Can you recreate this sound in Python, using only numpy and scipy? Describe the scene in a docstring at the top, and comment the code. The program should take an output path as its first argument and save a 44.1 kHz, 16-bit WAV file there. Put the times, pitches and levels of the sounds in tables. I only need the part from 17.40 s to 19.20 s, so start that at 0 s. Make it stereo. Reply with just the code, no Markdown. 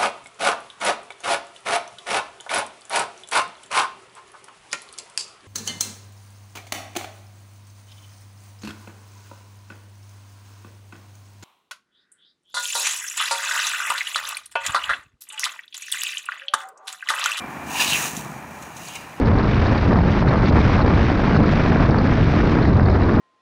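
"""A scythe cuts one stroke through tall grass: the edge bites twice, stalks snap with a hollow, comb-like
colour, and the swath rustles down. The blade brushes back over the stubble and clinks once.
On the road a slow one-cylinder engine chugs away, exhaust thumps over clatter, with a faint thin whine.
Low wind rumble and a faint hiss lie underneath."""
import sys
import numpy as np
from scipy import signal
from scipy.fft import rfft, irfft
from scipy.io import wavfile

SR = 44100
rng = np.random.default_rng(int(sys.argv[2]) if len(sys.argv) > 2 else 0)


def generate_wav(signal):
    """Clip the signal to [-1, 1] and save it as 16-bit WAV at the path in sys.argv[1]."""
    frames = np.transpose(np.atleast_2d(signal))
    scaled = np.clip(frames, -1, 1) * 32767
    pcm = np.round(scaled).astype(np.int16)
    wavfile.write(sys.argv[1], SR, pcm)


N = 79380
T = np.arange(N) / SR

# edge force on the stalks, two bites and a graze on the way back: t/s, level/dB
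EDGE_FORCE = [(.25, -57), (.32, -39.5), (.372, -27.5), (.39, -25), (.412, -18), (.428, -19), (.458, -28),
              (.495, -24), (.55, -33), (.59, -35.5), (.67, -39), (.71, -64), (1.3, -57.5), (1.42, -45.5),
              (1.54, -44), (1.61, -46), (1.68, -51.5), (1.8, -55)]
# peaks giving the snaps their hollow, comb-like colour: f/Hz, width before broadening/Hz, level/dB
CUT_COLOUR_PEAKS = [(990, 450, -4.5), (1685, 260, -8), (2416, 315, 1.5), (2852, 234, 5.5), (3875, 730, -5),
                    (4850, 290, -3.5), (5730, 1000, -9), (6840, 220, -4), (8070, 950, -12.5),
                    (10630, 1500, -13), (15200, 1300, -22)]
# stalks sliding along the edge: start/s, end/s, start f/Hz, end f/Hz, level/dB
SCRAPES = [(0.453, 0.55, 4280, 3480, -27.5), (0.501, 0.587, 3240, 2310, -21.5),
           (0.544, 0.67, 2050, 1520, -33.5), (1.469, 1.49, 4930, 3700, -45), (1.48, 1.564, 2920, 2820, -43)]
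# thick stalks breaking in the first bite: t/s, level/dB
STALK_BREAKS = [(0.4053, -19), (.41, -17), (0.4166, -22), (0.4222, -17), (.427, -35), (0.4459, -17)]
# leaves brushing, stroke and return: t/s, level/dB
LEAF_ENVELOPE = [(0, -49), (.04, -71), (.11, -52), (.23, -53.5), (.3, -38.5), (.4, -31), (.55, -26.5),
                 (.66, -27.5), (.735, -38.5), (.78, -36.5), (.87, -47), (1.05, -55), (1.24, -48.5),
                 (1.33, -51.5), (1.4, -45), (1.49, -44), (1.57, -46.5), (1.65, -53.5), (1.8, -58)]
# leaf spectrum: f/Hz, relative density/dB
LEAF_SPECTRUM = [(300, -24.5), (1500, -10), (2800, -2), (3350, -9.5), (3900, -5), (4500, -8.5), (5350, -9),
                 (5750, 0), (6300, -2), (6750, 2.5), (7200, -7.5), (7550, -0.5), (8100, -12), (8500, -0.5),
                 (8950, -11.5), (9350, -3.5), (9800, -9), (10900, -6), (11900, -12), (12900, -14),
                 (14400, -8), (15500, -8.5)]
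# cut grass pushed along: t/s, level/dB
SWATH_ENVELOPE = [(.24, -49.5), (.35, -33.5), (.47, -35), (.58, -30.5), (.66, -30.5), (.72, -40.5),
                  (.95, -53)]
# swath spectrum: f/Hz, relative density/dB
SWATH_SPECTRUM = [(100, -63.5), (220, -26.5), (380, 4), (520, -6.5), (900, 5), (1400, -3), (1800, 5),
                  (2080, -10), (2500, 0), (3050, -6.5), (3500, -18.5), (8000, -22.5)]
# single stems flicking the blade: t/s, level/dB, t60/s, relative hollow part/dB
STEM_FLICKS = [(.764, -24, 0.046, -21), (.779, -50, 0.023, 0), (.796, -55, 0.078, -16),
               (1.2216, -36, 0.068, -15), (1.364, -37, 0.1, -7), (1.4491, -37, 0.07, -16),
               (1.4824, -30, .04, -25), (1.5515, -30.5, 0.059, 4.5)]
# flick spectrum: f/Hz, relative density/dB
FLICK_SPECTRUM = [(1000, -19), (2800, 2), (5200, -12), (5800, 2), (6700, 6.5), (7500, 1.5), (9300, -7.5),
                  (11000, -5), (12600, -13), (15500, -21)]
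# modes of the free blade: f/Hz, relative level/dB, t60/s
CLINK_MODES = [(2178, 1, 0.074), (2680, -15, 0.038), (2794, -1.5, 0.1), (3790, -7, 0.071)]
# receding engine: t/s, exhaust level/dB, clatter level/dB
ENGINE_ENVELOPE = [(0, -36, -36), (.2, -37, -36), (.52, -35, -39.5), (.7, -37.5, -40.5), (.87, -36, -38),
                   (1.0, -40.5, -39.5), (1.17, -42.5, -40), (1.35, -47.5, -42), (1.8, -48, -41)]
# exhaust rumble spectrum: f/Hz, relative density/dB
EXHAUST_SPECTRUM = [(20, -36), (60, -21.5), (75, -5), (105, -10.5), (138, 3), (200, -4.5), (280, -1),
                    (380, -7), (550, -26), (1500, -36.5)]
# engine clatter spectrum: f/Hz, relative density/dB
CLATTER_SPECTRUM = [(150, -19), (400, -9.5), (540, -6.5), (750, 0), (980, -1), (1200, -4), (1480, -7),
                    (1800, -6), (2080, -11), (2550, -11), (2900, -23), (3300, -23.5), (4500, -37.5),
                    (9000, -43)]
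# whine from the road: t/s, level/dB
WHINE_ENVELOPE = [(0, -40.5), (.03, -35), (.09, -53), (.22, -43.5), (.4, -48), (.8, -49), (1.2, -53),
                  (1.8, -56)]
# wind rumble spectrum: f/Hz, relative density/dB
WIND_SPECTRUM = [(20, -29), (48, -51), (72, 0.5), (100, -8.5), (150, -0.5), (300, -7), (900, -34)]
# steady hiss spectrum: f/Hz, relative density/dB
HISS_SPECTRUM = [(1000, -7), (4500, 13.5), (7000, -2), (11000, 0), (13000, -20), (15500, -3)]


def cutting():
    """Stalks snap on the edge; the scrape falls in pitch as they slide along it."""
    snaps, friction = (crackle(rate_hz=6500, spread_db=2.6, clump_db=1.4) for _ in range(2))
    out = envelope(EDGE_FORCE) * cut_colour(snaps)
    for start_s, end_s, start_hz, end_hz, db in SCRAPES:
        during = (T > start_s) & (T < end_s)
        progress = (T[during] - start_s) / (end_s - start_s)
        scrape = resonate(friction[during], start_hz + (end_hz - start_hz) * progress, width_hz=800)
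        out[during] += amp(db) * np.sin(np.pi * progress) * unit_rms(scrape)
    return out


def cut_colour(snaps, broadening=1.28, crack_db=-17):
    """Hollow, comb-like colour of the snaps plus the bare crack; unit rms."""
    click = signal.unit_impulse(1024)
    peaks = sum((-1) ** k * amp(db) * resonate(click, hz, broadening * width_hz)
                for k, (hz, width_hz, db) in enumerate(CUT_COLOUR_PEAKS))
    response = unit_rms(peaks) + amp(crack_db) * unit_rms(click)
    return unit_rms(signal.oaconvolve(snaps, response)[:N])


def thick_stalks(t60_s=.022):
    """Each thick stalk breaks in a short burst of dense cracks."""
    force = sum((T > at_s) * amp(db - 60 * since(at_s) / t60_s) for at_s, db in STALK_BREAKS)
    return force * cut_colour(crackle(rate_hz=12000, spread_db=1.5, clump_db=.3))


def squeak(at_s=.402, sigma_s=.005, hz=1720, db=-20.5):
    """A tough stalk squeaks on the edge: a brief rough tone."""
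    phase = 2 * np.pi * hz * T + .5 * wander(20, 150)
    return amp(db) * bell(T - at_s, sigma_s) * np.sin(phase)


def whoosh(peak_s=.373, sigma_s=.063, peak_hz=926, rise_hz_per_s=910, db=-32.5):
    """Hollow rush of air, rising as the blade gathers speed."""
    air = resonate(noise(), peak_hz + rise_hz_per_s * (T - peak_s), width_hz=230)
    return amp(db) * bell(T - peak_s, sigma_s) * unit_rms(air)


def rustle():
    """Fine crackle of leaves over the duller rush of the swath."""
    leaves = colour(crackle(rate_hz=7000, spread_db=3.1, clump_db=1.4), LEAF_SPECTRUM)
    swath = colour(crackle(rate_hz=6000, spread_db=1.5, clump_db=.2), SWATH_SPECTRUM)
    return envelope(LEAF_ENVELOPE) * leaves + envelope(SWATH_ENVELOPE) * swath


def flicks(rise_s=.004):
    """Single stems flick the blade: bright bursts with a hollow part."""
    drive = crackle(rate_hz=12000, spread_db=1.6, clump_db=.5)
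    bright, hollow = colour(drive, FLICK_SPECTRUM), cut_colour(drive)
    out = np.zeros(N)
    for at_s, db, t60_s, hollow_db in STEM_FLICKS:
        age_s = since(at_s)
        burst = np.minimum(age_s / rise_s, 1) * amp(db - 60 * age_s / t60_s)
        out += burst * (bright + amp(hollow_db) * hollow)
    return out


def clink(at_s=1.557, rise_s=.008, db=-29):
    """The lifted blade rings at the last flick."""
    age_s = since(at_s)
    ring = sum(amp(db + mode_db - 60 * age_s / t60_s) * np.sin(2 * np.pi * hz * age_s)
               for hz, mode_db, t60_s in CLINK_MODES)
    return np.minimum(age_s / rise_s, 1) * ring


def field_scatter(x, t60_s=.16, db=-12.5):
    """Short, weak tail thrown back by the field."""
    tail = noise() * amp(-60 * T / t60_s)
    return amp(db) * signal.fftconvolve(x, tail / np.linalg.norm(tail))[:N]


def exhaust(start_hz=255, dulling_hz_per_s=55, thump_db=6.5, rumble_db=-4.5):
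    """A thump and a weaker second beat per cycle, over pulsing rumble; distance dulls the thumps."""
    thump_hz = start_hz - dulling_hz_per_s * T
    thumps, swells = np.zeros(N), np.zeros(N)
    for delay_s, db in ((0, 0), (.0241, -2.5)):
        offset_s = cycle_offset(delay_s)
        swell = amp(db) * bell(offset_s, sigma_s=.0028)
        unevenness = amp(1.8 * wander(9.2, 14))
        phase = 2 * np.pi * thump_hz * offset_s + .5 * wander(1, 44)
        thumps += unevenness * swell * np.sin(phase)
        swells += swell
    rumble = colour((1 + swells) * noise(), EXHAUST_SPECTRUM)
    return envelope(ENGINE_ENVELOPE) * (amp(thump_db) * thumps + amp(rumble_db) * rumble)


def clatter(flutter_db=1):
    """Engine clatter, swelling once after each firing."""
    swell = 1 + .38 * bell(cycle_offset(delay_s=.021), sigma_s=.0029)
    drive = swell * amp(flutter_db * wander(8, 104)) * noise()
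    return envelope(ENGINE_ENVELOPE, column=2) * colour(drive, CLATTER_SPECTRUM)


def cycle_offset(delay_s, firing_hz=15.91, first_firing_s=.0212):
    """Signed time/s from the nearest beat; beats lag the firings by delay_s."""
    cycles = (T - first_firing_s - delay_s) * firing_hz
    return ((cycles + .5) % 1 - .5) / firing_hz


def whine(centre_hz=2365, jitter_hz=17.55, flutter_db=2):
    """Narrow, unsteady whistle from the road."""
    hz = centre_hz + jitter_hz * wander(3, 120)
    tone = np.sin(2 * np.pi * np.cumsum(hz) / SR)
    return envelope(WHINE_ENVELOPE) * amp(flutter_db * wander(8, 40)) * tone


def wind(rumble_db=-47.5, hiss_db=-66.5):
    """Low wind rumble and a faint steady hiss."""
    rumble = amp(rumble_db) * colour(noise(), WIND_SPECTRUM)
    return rumble + amp(hiss_db) * colour(noise(), HISS_SPECTRUM)


def amp(db):
    return 10 ** (np.asarray(db) / 20)


def unit_rms(x):
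    return x / np.sqrt(np.mean(x ** 2) + 1e-20)


def noise():
    return rng.standard_normal(N)


def since(at_s):
    return np.maximum(T - at_s, 0)


def bell(offset_s, sigma_s):
    return np.exp(-.5 * (offset_s / sigma_s) ** 2)


def envelope(points, column=1):
    """Gain over time from rows of t/s, level/dB."""
    rows = np.array(points)
    return amp(np.interp(T, rows[:, 0], rows[:, column]))


def colour(x, spectrum):
    """Minimum-phase filter with the given spectrum; unit rms."""
    hz, db = np.transpose(spectrum)
    bin_hz = abs(np.fft.fftfreq(4096, 1 / SR))
    log_gain = np.log(amp(np.interp(np.log(bin_hz + 1), np.log(hz), db)))
    taps = np.fft.ifft(np.exp(np.conj(signal.hilbert(log_gain)))).real
    return unit_rms(signal.fftconvolve(x, taps[:len(taps) // 2])[:N])


def resonate(x, hz, width_hz):
    """Unity-gain resonance, steady or gliding; two stages, each width_hz wide."""
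    carrier = np.exp(2j * np.pi * np.cumsum(hz * np.ones(len(x))) / SR)
    pole = np.exp(-np.pi * width_hz / SR)
    baseband = signal.lfilter([(1 - pole) ** 2], [1, -2 * pole, pole * pole], x / carrier + 1e-18)
    return 2 * (carrier * baseband).real


def wander(low_hz, high_hz):
    """Band-limited random drift; unit rms."""
    hz = np.fft.rfftfreq(N, 1 / SR)
    band = (hz > low_hz) / (1 + (hz / high_hz) ** 4)
    return unit_rms(irfft(rfft(noise()) * band, N))


def crackle(rate_hz, spread_db, clump_db):
    """Tiny random clicks of uneven size, in clumps; unit rms."""
    size_db = spread_db * np.minimum(rng.exponential(1, N), 4) + clump_db * wander(45, 170)
    polarity = rng.choice([-1, 1], N)
    hits = rng.random(N) < rate_hz / SR
    return unit_rms(amp(size_db) * polarity * hits)


def scene(low_cut_hz=250):
    """Scythe, road and wind, alike in both channels; the thin blade radiates little bass."""
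    scythe = cutting() + thick_stalks() + squeak() + whoosh() + rustle() + flicks() + clink()
    scythe = signal.sosfilt(signal.butter(1, low_cut_hz, "high", fs=SR, output="sos"), scythe)
    mix = scythe + field_scatter(scythe) + exhaust() + clatter() + whine() + wind()
    return np.tile(mix, (2, 1))


def record(dry):
    """Steep low-pass."""
    cutoff_hz = 15740
    taps = signal.firwin(1023, cutoff_hz, window=("kaiser", 9), fs=SR)
    return signal.oaconvolve(dry, taps[None], "same")


dry = scene()
out = record(dry)
generate_wav(out)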